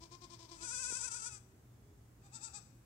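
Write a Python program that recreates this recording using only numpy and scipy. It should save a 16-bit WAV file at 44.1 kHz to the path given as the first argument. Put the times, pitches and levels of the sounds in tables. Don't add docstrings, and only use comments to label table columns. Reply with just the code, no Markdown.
import sys
import numpy as np
from scipy import signal
from scipy.fft import rfft, irfft, next_fast_len
from scipy.io import wavfile
from scipy.ndimage import map_coordinates

SR = 44100
rng = np.random.default_rng(int(sys.argv[2]) if len(sys.argv) > 2 else 0)


def log_audio(samples):
    frames = np.atleast_2d(samples).T
    limited = np.clip(frames, -1, 1)
    pcm = np.round(limited * 32767).astype(np.int16)
    wavfile.write(sys.argv[1], SR, pcm)


N = 125685

# t/s, f/Hz, level/dB, roughness/0-1
CRY_QUAVER = [(.53, 434.6, -75, 0.24), (.565, 457.4, -59, 0), (.596, 423.6, -55.5, 0.41),
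              (.654, 500.5, -40.5, 0.42), (.685, 456.4, -40, 0.13), (.731, 509, -39, 0.16),
              (.76, 490.3, -37, 0), (.814, 521.3, -38, 0.19), (.843, 482, -36, 0.1),
              (.892, 515.7, -38, 0.25), (.92, 469, -37, 0.41), (.977, 522.1, -36.5, 0.37),
              (.997, 452.4, -39.5, 0.85), (1.06, 517.2, -37.5, 0.24), (1.077, 461.7, -39.5, 0.63),
              (1.098, 435, -50.5, 0.5), (1.122, 449, -39.5, 0.38), (1.168, 501.6, -37.5, 0.29),
              (1.19, 444.8, -46, 0.34), (1.21, 440.7, -43, 0.59), (1.233, 446.7, -42.5, 0.2),
              (1.274, 494, -38, 0.33), (1.3, 430.3, -52, 0.56), (1.346, 419.6, -47, 0.15),
              (1.375, 399, -55, 0.14), (1.41, 387, -85, 0.01)]
# crest t/s, f/Hz, level/dB, half length/s
STUTTER_PULSES = [(.034, 338.8, -55.5, 0.022), (.136, 352.3, -55, 0.022), (.234, 357.3, -53.5, 0.022),
                  (.329, 348.4, -54.5, 0.028), (.428, 338, -52.5, 0.029), (.53, 342.6, -52.5, 0.03),
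                  (.63, 338, -51.5, .028)]
WEAK_PULSES = [(2.257, 407, -63.5, .022), (2.356, 458, -45.5, .018), (2.448, 467.6, -40.5, .022),
               (2.561, 418, -44.5, .02)]
# f/Hz, relative level/dB
CRY_COLOUR = [(300, -32), (500, -24.5), (840, -15.5), (1030, -3), (1200, -14.5), (1380, 0.5), (1620, -13),
              (1900, -17), (2250, -19.5), (2570, -3.5), (2850, -21.5), (3150, -14.5), (3550, -10.5),
              (4150, -16), (5000, -2.5), (5450, -10.5), (5950, 6), (6600, -3.5), (7800, 6.5), (8600, -3),
              (9700, -7.5), (10600, -23), (13000, -39), (16000, -89)]
STUTTER_COLOUR = [(200, -7), (345, -5), (520, -7.5), (700, -13.5), (1040, 2.5), (1400, -19), (1800, -19),
                  (2400, -10), (2800, -21), (3250, -9), (3900, -10.5), (5100, -5), (6200, -9),
                  (7200, -14.5), (8300, -15), (10200, -32), (14000, -39.5)]
WEAK_COLOUR = [(300, -30), (430, -38), (840, -5.5), (1100, -10.5), (1350, -3.5), (1750, -17), (2200, -25),
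               (2530, 1.5), (3000, -28), (3600, -5), (4200, -9), (4800, 1), (5200, -4.5), (5800, 2),
               (6600, -2.5), (7800, 10), (8800, -11), (9800, -14), (11000, -26), (15000, -51)]
# f/Hz, level/dB against the left
RIGHT_SHADOW = [(400, 1.5), (750, 10), (1000, -11), (1450, 2), (1900, -2), (2500, -27), (4200, -31.5),
                (6400, -63.5), (10000, -55)]
STUTTER_RIGHT_SHADOW = [(350, 1.5), (700, -0.5), (1050, -10.5), (1600, -9), (2500, -22), (4400, -36),
                        (8000, -38)]
# f/Hz, level/dB against the direct sound
SLOPE_SCATTER = [(500, -13), (1000, -6.5), (1450, -3), (2500, -7.5), (7000, -6.5)]
# f/Hz, t60/s
TREES_DECAY = [(300, 0.25), (2500, 0.74), (7500, 0.51), (12000, 0.56)]
# t/s, envelope peak level/dB
CLOSE_BUMPS = [(0.907, -49.5), (.9255, -43)]
# f/Hz, relative level/dB
WIND_SPECTRUM = [(22, -57), (35, -34), (50, -4.5), (100, -7), (125, -7.5), (160, -12.5), (315, -16.5),
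                 (480, -23.5), (800, -26.5), (1800, -32.5), (3500, -40), (5200, -39), (7300, -35.5),
                 (10000, -41), (15500, -40)]
# f/Hz, coherence/0-1
WIND_COHERENCE = [(60, 0.95), (250, 0.91), (600, 0.32), (1500, 0), (5000, 0)]
# t/s, f/Hz, level/dB
FAR_DRONE = [(1.1, 364.6, -81), (1.35, 378, -74.5), (1.55, 385, -75.5), (1.7, 400, -80.5), (1.95, 414, -76),
             (2.2, 405, -88.5)]
FAR_WHISTLE = [(1.55, 3950, -105), (1.68, 3584, -89.5), (1.85, 3400, -95), (1.98, 3450, -93),
               (2.1, 3400, -105)]

TOP_HZ, BRIGHT_HZ = 15800, 3330
SMEAR_S = .0032
RIGHT_LAG_S = .00031


def goats():
    stutter = bleat(*pulsing(STUTTER_PULSES, squareness=2.3), STUTTER_COLOUR, STUTTER_RIGHT_SHADOW,
                    jitter=.02875, rasp=1.0, shimmer_db=3.5, low_power=.86, trees_db=-8)
    cry = bleat(*glide(CRY_QUAVER), CRY_COLOUR, RIGHT_SHADOW,
                jitter=.013, rasp=.86, shimmer_db=5, low_power=.68, trees_db=-14)
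    weak = bleat(*pulsing(WEAK_PULSES, squareness=1.7), WEAK_COLOUR, RIGHT_SHADOW,
                 jitter=.0126, rasp=.51, shimmer_db=1.5, low_power=.57, trees_db=-8.5)
    return stutter + cry + weak


def bleat(hz, gain, rough, colour, shadow, jitter, rasp, shimmer_db, low_power, trees_db):
    source = vocal_folds(hz, jitter * rough, rasp * rough)
    voice = unit(filtered(source, lambda f: tone_colour(colour, f)))
    voice *= amp(shimmer_db * rough * wobble(130))
    high = filtered(voice, treble)
    effort = gain / gain.max()
    call = high * effort + (voice - high) * effort ** low_power
    left, right = hillside(gain.max() * call, trees_db)
    right = filtered(right, lambda f: amp(along(shadow, f)) * np.exp(-2j * np.pi * f * RIGHT_LAG_S))
    return np.array([left, right])


def vocal_folds(hz, jitter, rasp, low_share=.2):
    phase = 2 * np.pi * np.cumsum(hz * (1 + jitter * wobble(300))) / SR
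    harmonics = range(1, int(TOP_HZ / hz.min()) + 1)
    buzz = unit(sum(np.cos(k * phase) * (k * hz < TOP_HZ) for k in harmonics))
    puffs = unit(rng.standard_normal(N) * (1 + np.cos(phase)) ** 2)
    puffs = filtered(puffs, lambda f: low_share + (1 - low_share) * treble(f))
    return (buzz + rasp * puffs) / np.hypot(1, rasp)


def tone_colour(colour, hz):
    cepstrum = irfft(np.log(amp(along(colour, hz))))
    half = len(cepstrum) // 2
    cepstrum[1:half] *= 2
    cepstrum[half + 1:] = 0
    return np.exp(rfft(cepstrum)) * np.exp(-1j * np.pi * SMEAR_S * hz ** 2 / TOP_HZ)


def pulsing(rows, squareness, fall_db=6.5, pitch_sag=.04, crest_rough=.62):
    crest_s, hz, db, half_s = np.transpose(rows)[:, :, None]
    away = np.minimum(np.abs(np.arange(N) / SR - crest_s) / half_s, 10)
    gains = amp(db - fall_db * np.minimum(away ** squareness, 20))
    pitches = hz * (1 - pitch_sag * np.minimum(away, 2) ** 2)
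    rough = np.interp(away.min(0), [0, 1], [crest_rough, 1])
    return (pitches * gains).sum(0) / gains.sum(0), gains.sum(0), rough


def hillside(call, trees_db, scatter_s=.016):
    hz, t, noise = signal.stft(rng.standard_normal((2, SR // 2)), SR, nperseg=256)
    decay = amp(-60 * t / along(TREES_DECAY, hz)[:, None])
    trees = signal.istft(noise * decay, SR, nperseg=256)[1]
    slope = rng.standard_normal(trees.shape) * np.exp(-np.arange(trees.shape[1]) / SR / scatter_s)
    echo = lambda tail: signal.fftconvolve(call[None], tail / np.linalg.norm(tail[0]), axes=1)[:, :N]
    scatter = filtered(echo(slope), lambda f: amp(along(SLOPE_SCATTER, f)))
    return call + scatter + amp(trees_db) * echo(trees)


def bumps(hz=388, width_s=.0013):
    t = np.arange(N) / SR
    return sum(amp(db) * np.exp(-((t - s) / width_s) ** 2 / 2) * np.sin(2 * np.pi * hz * (t - s))
               for s, db in CLOSE_BUMPS)


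def wind(level_db=-62.5):
    air = rng.standard_normal((2, N))
    swell = amp(.83 * wobble(8.03)) - 1
    air += filtered(air * swell, lambda f: 1 / (1 + (f / 400) ** 2))
    spread = lambda f: np.arccos(np.clip(along(WIND_COHERENCE, f), -1, 1)) / 2
    shape = lambda f: amp(along(WIND_SPECTRUM, f)) * [np.cos(spread(f)), np.sin(spread(f))]
    mid, side = filtered(air, shape)
    return amp(level_db) * unit(np.array([mid + side, mid - side]))


def faint_tone(hz, gain, waver):
    flutter = amp(2.5 * wobble(14))
    phase = 2 * np.pi * np.cumsum(hz * (1 + waver * wobble(40))) / SR
    return gain * unit(np.sin(phase) * flutter)


def glide(rows):
    times, *columns = np.transpose(rows)
    t = np.arange(N) / SR
    index = np.arange(len(times))
    place = np.interp(t, times, index)
    eased = np.floor(place) + (1 - np.cos(np.pi * (place % 1))) / 2
    hz, db, *rest = [np.interp(eased, index, column) for column in columns]
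    return (hz, amp(db) * (t > times[0]) * (t < times[-1]), *rest)


def treble(hz):
    return hz ** 6 / (hz ** 6 + BRIGHT_HZ ** 6)


def wobble(rate):
    return map_coordinates(rng.standard_normal(int(N * rate / SR) + 4), [np.arange(N) * rate / SR])


def filtered(x, response):
    size = 2 * next_fast_len(N)
    return irfft(rfft(x, size) * response(np.fft.rfftfreq(size, 1 / SR)), size)[..., :N]


def along(points, hz):
    f, values = np.transpose(points)
    return np.interp(np.log(hz + 1), np.log(f + 1), values)


def amp(db):
    return 10 ** (np.asarray(db) / 20)


def unit(x):
    return x / np.sqrt(np.mean(x ** 2) + 1e-20)


def scene():
    hum = faint_tone(hz=120, gain=amp(-67.5), waver=.043)
    far_tones = faint_tone(*glide(FAR_DRONE), waver=.012) + faint_tone(*glide(FAR_WHISTLE), waver=.006)
    return goats() + bumps() + wind() + hum + far_tones


def record(dry):
    return filtered(dry, lambda hz: hz < TOP_HZ)


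dry = scene()
out = record(dry)
log_audio(out)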